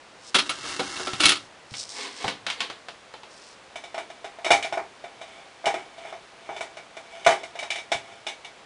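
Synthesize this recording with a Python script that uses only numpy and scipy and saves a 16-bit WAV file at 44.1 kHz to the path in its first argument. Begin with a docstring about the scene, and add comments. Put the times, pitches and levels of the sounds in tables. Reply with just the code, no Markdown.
"""Knife, scissors and pencils on a wooden table.

A utility knife and steel scissors are gathered, dragged over paper and dropped on the table.
A pencil is drawn off the paper and laid down; then a hand rummages among pencils in a small hollow box.
Each knock is a noisy crack over the object's ringing modes; each scrape is a stream of tiny slips.
The sound is close, in a quiet, small room."""
import sys
import numpy as np
from scipy import signal
from scipy.fft import rfft, irfft, next_fast_len
from scipy.io import wavfile

SR = 44100
rng = np.random.default_rng(int(sys.argv[2]) if len(sys.argv) > 2 else 0)


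def inscribe(sig):
    """Save sig as 16-bit PCM at rate SR to the path in sys.argv[1].

    A 1-D sig is mono; a 2-D sig holds one channel per row.
    Samples are clipped to [-1, 1] before scaling.
    """
    pcm = np.round(np.clip(np.atleast_2d(sig).T, -1, 1) * 32767)
    wavfile.write(sys.argv[1], SR, pcm.astype(np.int16))


N = 381465
TIME = np.arange(N) / SR
RING_TIME = TIME[:SR * 2 // 5]  # 0.4 s for a knock or the room to ring out

# pencils knocking about in the box: start_s, clack_db, hardness_db (clack over thud)
BOX_HITS = [(3.756, -40, -3), (3.837, -43.5, -1.5), (3.943, -42.5, -10), (3.978, -39, -9.5),
            (4.1, -48, -7.5), (4.243, -43.5, -8.5), (4.385, -56.5, -17), (4.445, -30.5, 0.5),
            (4.463, -34, -8), (4.504, -22, -8.5), (4.514, -19.5, -1), (4.625, -32.5, 5),
            (4.645, -37.5, -6.5), (4.724, -37.5, -10.5), (4.772, -43, -19), (5.039, -48, -11),
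            (5.213, -44.5, -5.5), (5.641, -53.5, -22), (5.656, -28.5, 5), (5.666, -32, -13),
            (5.74, -39, -12), (5.98, -50.5, -8), (6.05, -56, -17.5), (6.125, -50.5, -15),
            (6.49, -54.5, -22), (6.563, -41.5, -5), (6.607, -36.5, -5.5), (6.769, -45, -5.5),
            (6.967, -44, -5.5), (7.247, -37.5, 9), (7.263, -21.5, -9.5), (7.272, -30, -12),
            (7.307, -30, -7), (7.432, -40.5, -4), (7.553, -47, -10), (7.589, -35, 5), (7.626, -38, -4),
            (7.703, -29.5, 7.5), (7.756, -36, 2), (7.784, -40.5, -1.5), (7.917, -26.5, -4),
            (8.266, -33, 2.5), (8.285, -37.5, 7), (8.446, -43, 5)]


def from_db(db):
    """Decibels to gain."""
    return 10 ** (np.asarray(db) / 20)


def unit_rms(x):
    """Scale to unit rms."""
    return x / np.sqrt(np.mean(x ** 2) + 1e-20)


def unit_attack(x):
    """Scale a blow to unit rms over its first 16 ms."""
    return x / np.sqrt(np.mean(x[:int(.016 * SR)] ** 2) + 1e-20)


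def at_hz(points, hz):
    """Read a table on a log-frequency axis."""
    freq_hz, value = np.transpose(points)
    return np.interp(np.log(hz), np.log(freq_hz), value)


def butter(x, hz, kind, order):
    """Causal Butterworth filter."""
    return signal.sosfilt(signal.butter(order, hz, kind, fs=SR, output="sos"), x + 1e-18)


def coloured(x, colour):
    """Shape a steady signal with an EQ curve; rms 1."""
    size = next_fast_len(len(x))
    hz = np.maximum(np.arange(size // 2 + 1) * SR / size, 1)
    spectrum = rfft(x, size) * from_db(at_hz(colour, hz))
    return unit_rms(irfft(spectrum, size)[:len(x)])


def decay(t60_s):
    """Envelope that loses 60 dB in t60_s."""
    return from_db(-60 * RING_TIME / t60_s)


def fader(points, fade_db_per_s=600):
    """Gain riding through (time_s, level_db) points, fading out beyond the ends."""
    time_s, level_db = np.transpose(points)
    beyond_s = np.maximum(time_s[0] - TIME, 0) + np.maximum(TIME - time_s[-1], 0)
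    return from_db(np.interp(TIME, time_s, level_db) - fade_db_per_s * beyond_s)


def strokes(moves, rise_db_per_s, fall_db_per_s):
    """Gain of hand movements: each swells up to its start, holds and dies away."""
    power = 0
    for start_s, hold_s, level_db in moves:
        early_s, late_s = np.maximum(start_s - TIME, 0), np.maximum(TIME - start_s - hold_s, 0)
        drop_db = np.minimum(rise_db_per_s * early_s + fall_db_per_s * late_s, 100)
        power = power + from_db(level_db - drop_db) ** 2
    return np.sqrt(power)


def mode_rings(modes):
    """One decaying sine for each mode."""
    return np.array([from_db(db) * decay(t60_s) * np.sin(2 * np.pi * hz * RING_TIME)
                     for hz, db, t60_s in modes])


def blow(rings, colour, mode_db, crack_t60_s, body_t60_s, body_db, bounce, contact_s):
    """One contact: a crack, a crowd of short modes and the clear modes, struck again by tiny rebounds."""
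    strengths = from_db(rng.normal(0, 3.0, len(rings)))
    crowd = coloured(rng.standard_normal(len(RING_TIME)), colour)
    crowd *= decay(crack_t60_s) + from_db(body_db) * decay(body_t60_s)
    strike = unit_attack(crowd) + from_db(mode_db) * unit_attack(strengths @ rings)
    strike *= 1 - np.exp(-(RING_TIME / contact_s) ** 2)  # the contact takes a moment to load
    out = strike.copy()
    rebounds_s = np.cumsum(rng.uniform(.002, .008, size=2))
    for lag in (rebounds_s * SR).astype(int) + 1:
        out[lag:] += bounce * rng.random() * strike[:-lag]
    return butter(out, 91, "high", order=2)  # small things radiate little bass


def knocks(hits, modes, colour, thud_top_hz, tick_db, tick_per_hardness, clack_top_hz=4400, **contact):
    """Blows in three bands: a harder contact has less thud under its clack and can have more tick."""
    out, rings = np.zeros(N + len(RING_TIME)), mode_rings(modes)
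    for start_s, clack_db, hardness_db in hits:
        sound, start = blow(rings, colour, **contact), int(start_s * SR)
        thud = from_db(-hardness_db) * unit_attack(butter(sound, thud_top_hz, "low", order=4))
        clack = unit_attack(butter(sound, [thud_top_hz, clack_top_hz], "band", order=4))
        tick = unit_attack(butter(sound, clack_top_hz, "high", order=4))
        tick *= from_db(tick_db + tick_per_hardness * hardness_db)
        out[start:start + len(sound)] += from_db(clack_db) * (thud + clack + tick)
    return out[:N]


def friction(slips_per_s, spread_db):
    """Surfaces catch and slip: random clicks of uneven size."""
    sizes = from_db(spread_db * np.minimum(rng.exponential(1, N), 4))
    return (rng.random(N) < slips_per_s / SR) * sizes * rng.standard_normal(N)


def scrape(slips, modes, colour, mode_db):
    """Slips rasp directly and keep the object's modes ringing; rms 1."""
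    response = rng.choice([-1, 1], len(modes)) @ mode_rings(modes)
    ringing = signal.fftconvolve(slips, response)[:N]
    return unit_rms(coloured(slips, colour) + from_db(mode_db) * unit_rms(ringing))


def room_tone(level_db=-50):
    """The quiet room's bed of soft, steady noise."""
    # EQ of the bed: freq_hz, gain_db
    air_colour = [(15, -54), (25, -15.5), (280, -6), (538, -1.5), (1030, -3.5), (2490, -8.5), (4340, -12.5),
                  (10200, -24.5), (13300, -46), (22000, -120)]
    return from_db(level_db) * coloured(rng.standard_normal(N), air_colour)


def room_reverb(x, wet_db, build_s):
    """Diffuse reflections build up quickly and die sooner in the treble."""
    # decay of the room: freq_hz, t60_s
    decay_times = [(130, 0.61), (600, 0.2), (2500, 0.12), (9000, 0.047)]
    tail, edges_hz = 0, np.geomspace(80, 12000, 8)
    for low, high in zip(edges_hz, edges_hz[1:]):
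        band = butter(rng.standard_normal(len(RING_TIME)), [low, high], "band", order=2)
        tail = tail + band * decay(at_hz(decay_times, np.sqrt(low * high)))
    tail *= 1 - np.exp(-(RING_TIME / build_s) ** 2)
    return x + from_db(wet_db) * signal.fftconvolve(x, tail / np.linalg.norm(tail))[:N]


def low_thumps():
    """Low, soft thumps: a hand on the table, and the boom under the loudest blows."""
    # the thumps: start_s, level_db
    thumps = [(1.134, -38), (1.254, -35), (1.718, -42), (2.251, -38.5), (7.279, -41), (7.953, -44.5)]
    # low modes ringing in each thump: pitch_hz, level_db, t60_s
    modes = [(122, 0, .16), (145, -5, .12), (212, -4, .13)]
    impulses = np.zeros(N)
    for start_s, level_db in thumps:
        impulses[int(start_s * SR)] = from_db(level_db)
    boom = unit_attack(mode_rings(modes).sum(axis=0))
    return signal.fftconvolve(impulses, boom)[:N]


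def pencil_on_table():
    """Fingers brush the paper; the pencil slides off and taps the table."""
    # finger and pencil taps: start_s, clack_db, hardness_db
    hits = [(0.241, -63, 12), (1.738, -37.5, 13), (2.242, -36, -9), (2.279, -27.5, 4.5), (2.465, -29, 11),
            (2.481, -38, 9), (2.5, -28, 22), (2.604, -26.5, 18), (2.699, -37.5, 3), (2.884, -39.5, 2.5),
            (3.138, -45, -2), (3.232, -48.5, 1)]
    # clear modes of a tap: pitch_hz, level_db, t60_s
    modes = [(393, -4, 0.18), (528, -0.5, 0.066), (689, 1, 0.16), (847, 4, 0.06), (1493, -0.5, 0.1),
             (2238, 6.5, 0.077), (2970, -30, 0.027)]
    # EQ of its crowd of weaker modes: freq_hz, gain_db
    colour = [(60, -4), (250, -1.5), (800, 4.5), (1200, -2.5), (3200, 1.5), (10200, -19)]
    # the pencil slides off the paper, then rolls on the wood: start_s, hold_s, level_db
    slides = [(2.0, 0.065, -34.5), (2.22, 0.047, -36.5), (2.62, 0.0067, -37)]
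    # EQ of the slide: freq_hz, gain_db
    slide_colour = [(90, -61), (260, 3.5), (360, -3.5), (520, 3), (700, -24), (1000, 6), (1350, -6.5),
                    (2100, 0.5), (4500, -1), (6000, -20.5)]
    # fingers brushing the paper: start_s, hold_s, level_db
    brushes = [(.26, 0.025, -45.5), (1.795, 0.012, -32), (1.91, 0.13, -39.5), (2.03, 0.084, -47.5),
               (2.17, 0.12, -43), (3.32, 0.2, -53)]
    # EQ of that papery hiss: freq_hz, gain_db
    brush_colour = [(1000, -34.5), (3800, 2), (5300, 8), (6800, 0), (8500, 0), (10200, -12)]
    taps = knocks(hits, modes, colour, thud_top_hz=1060, tick_db=-9.5, tick_per_hardness=0.065,
                  mode_db=-8, crack_t60_s=0.022, body_t60_s=0.23, body_db=-3.5,
                  bounce=0.27, contact_s=0.00059)
    slide = scrape(friction(slips_per_s=6700, spread_db=0), modes, slide_colour, mode_db=-8)
    slide *= strokes(slides, rise_db_per_s=207, fall_db_per_s=176)
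    brush = coloured(friction(slips_per_s=6700, spread_db=4), brush_colour)
    brush *= strokes(brushes, rise_db_per_s=276, fall_db_per_s=276)
    return taps + slide + brush


def pencil_clinks(over_clack_db=-6, db_per_hardness=.5, pitch_spread=.03):
    """The harder a knock in the box, the more the struck pencil itself rings, each at its own pitch."""
    # bending modes of a loose pencil: pitch_hz, level_db, t60_s
    modes = [(2290, -0.5, 0.19), (2920, -2.5, .11)]
    out = np.zeros(N + len(RING_TIME))
    tunings = 1 + pitch_spread * rng.uniform(-0.98, 1, len(BOX_HITS))
    for (start_s, clack_db, hardness_db), tuning in zip(BOX_HITS, tunings):
        ring = mode_rings([(hz * tuning, db, t60_s) for hz, db, t60_s in modes]).sum(axis=0)
        clink = unit_attack(butter(ring, [1800, 3400], "band", order=2))
        level_db = clack_db + over_clack_db + db_per_hardness * hardness_db
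        start = int(start_s * SR)
        out[start:start + len(clink)] += from_db(level_db) * clink
    return out[:N]


def box_rummage():
    """Pencils knock and shift against the hollow box, whose walls ring."""
    # clear modes of the box: pitch_hz, level_db, t60_s
    modes = [(371, -25, .28), (640, -6, .13), (665, 1, .19), (692, 0, .18), (803, -3, .18), (930, -14, .14),
             (1280, -14, .14), (1455, -10, .14), (2150, -8, .13), (2285, -3, .21), (2390, -6, .18),
             (2870, -9, .16), (3030, -8, .18), (3530, -6, .16), (3780, -10, .17), (5390, -14, .16),
             (6220, -19, .18), (7880, -23, .15)]
    # EQ of its crowd of weaker modes: freq_hz, gain_db
    colour = [(90, -19), (260, -23), (380, -1.5), (560, -12.5), (780, 1.5), (1150, -9.5), (1800, -9),
              (2250, -2), (2650, -9.5), (3000, -8.5), (3650, -12), (4300, -18), (6000, -16.5), (10200, -25)]
    # the hand stays in the box, stirring lightly: start_s, hold_s, level_db
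    stirring = [(3.8, 4.8, -58)]
    # it pushes pencils aside now and then: start_s, hold_s, level_db
    pushes = [(5.293, 0.11, -48.5), (5.733, .07, -44), (6.06, 0.038, -44), (6.497, 0.087, -46),
              (7.147, 0.25, -44.5), (8.08, 0.049, -46.5)]
    clatter = knocks(BOX_HITS, modes, colour, thud_top_hz=1690, tick_db=-5.5, tick_per_hardness=0,
                     mode_db=4.5, crack_t60_s=0.19, body_t60_s=0.23, body_db=16,
                     bounce=0.19, contact_s=0.0012)
    slips = friction(slips_per_s=4000, spread_db=2.5)
    hand_gain = strokes(stirring + pushes, rise_db_per_s=117, fall_db_per_s=130)
    return clatter + pencil_clinks() + hand_gain * scrape(slips, modes, colour, mode_db=2)


def knife_and_scissors():
    """The steel tools clatter together, rattle and rasp over the paper."""
    # the tools knocking together: start_s, clack_db, hardness_db
    hits = [(0.343, -21, 8.5), (0.35, -19.5, 9.5), (0.361, -24.5, 13), (0.384, -21, 12.5),
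            (0.492, -26.5, 11), (0.637, -41.5, 0.5), (0.703, -41, 10), (0.792, -29.5, -3), (0.962, -40, 7),
            (0.995, -45.5, -11), (1.069, -32.5, -1), (1.131, -34, 5.5), (1.201, -23, 15), (1.233, -19, 10),
            (1.253, -14, 25), (1.289, -18.5, 29), (1.317, -23, 13.5), (1.353, -35, 13)]
    # their clear modes: pitch_hz, level_db, t60_s
    modes = [(296.4, -2.5, 0.14), (371.4, 0.5, 0.2), (792, -14.5, 0.65), (1270, 2.5, 0.08),
             (1338, 6.5, 0.13), (1420, -1, 0.15), (1820, -13, .2), (2225, 14.5, 0.027), (2673, 15, 0.03),
             (2900, -4.5, 0.091), (3700, -16, 0.039), (3770, -4, 0.24), (9710, 9, 0.034)]
    # EQ of their crowd of weaker modes: freq_hz, gain_db
    colour = [(80, -39), (150, -4.5), (330, -2.5), (800, -1), (1300, -3), (1800, -3), (3300, 2),
              (7000, -10), (10200, -14.5)]
    # loose blade and scissor joint, rattling on pick-up and drop: start_s, hold_s, level_db
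    rattles = [(.375, 0.014, -41), (1.205, 0.103, -24)]
    # how hard the tools are dragged: time_s, level_db
    drag_levels = [(.42, -40), (.6, -39.5), (.69, -32.5), (.77, -37), (1.01, -34), (1.18, -39),
                   (1.46, -52.5)]
    # EQ of the drag: freq_hz, gain_db
    drag_colour = [(60, -3), (200, -16), (340, -2.5), (500, -11), (1600, -3), (2100, -8.5), (5200, -6),
                   (10200, -18)]
    clatter = knocks(hits, modes, colour, thud_top_hz=1120, tick_db=-8, tick_per_hardness=0.19,
                     mode_db=-3, crack_t60_s=0.03, body_t60_s=0.14, body_db=-0.5,
                     bounce=0.62, contact_s=0.0025)
    rattle = scrape(friction(slips_per_s=1200, spread_db=2), modes, colour, mode_db=-2.5)
    rattle *= strokes(rattles, rise_db_per_s=1500, fall_db_per_s=654)
    drag_modes = modes[:-1]  # paper is too soft to wake the highest mode
    drag = scrape(friction(slips_per_s=7000, spread_db=2.5), drag_modes, drag_colour, mode_db=-9)
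    drag = fader(drag_levels) * butter(drag, 90, "high", order=2)
    return clatter + rattle + drag


def scene():
    """All the handling, with a touch of reverb, over the room tone; mono."""
    bed = room_tone()
    handling = knife_and_scissors() + pencil_on_table() + box_rummage() + low_thumps()
    return (room_reverb(handling, wet_db=-24, build_s=0.026) + bed)[None]


def record(dry):
    """Lopsided soft clipping flattens the loudest peaks and adds a low thump; the top is cut steeply."""
    ceiling = np.where(dry > 0, .7, .56)
    clipped = dry / (1 + (dry / ceiling) ** 8) ** .125
    cutoff_hz = 10200
    return signal.sosfilt(signal.ellip(12, .2, 70, cutoff_hz, fs=SR, output="sos"), clipped)


dry = scene()
out = record(dry)
inscribe(out)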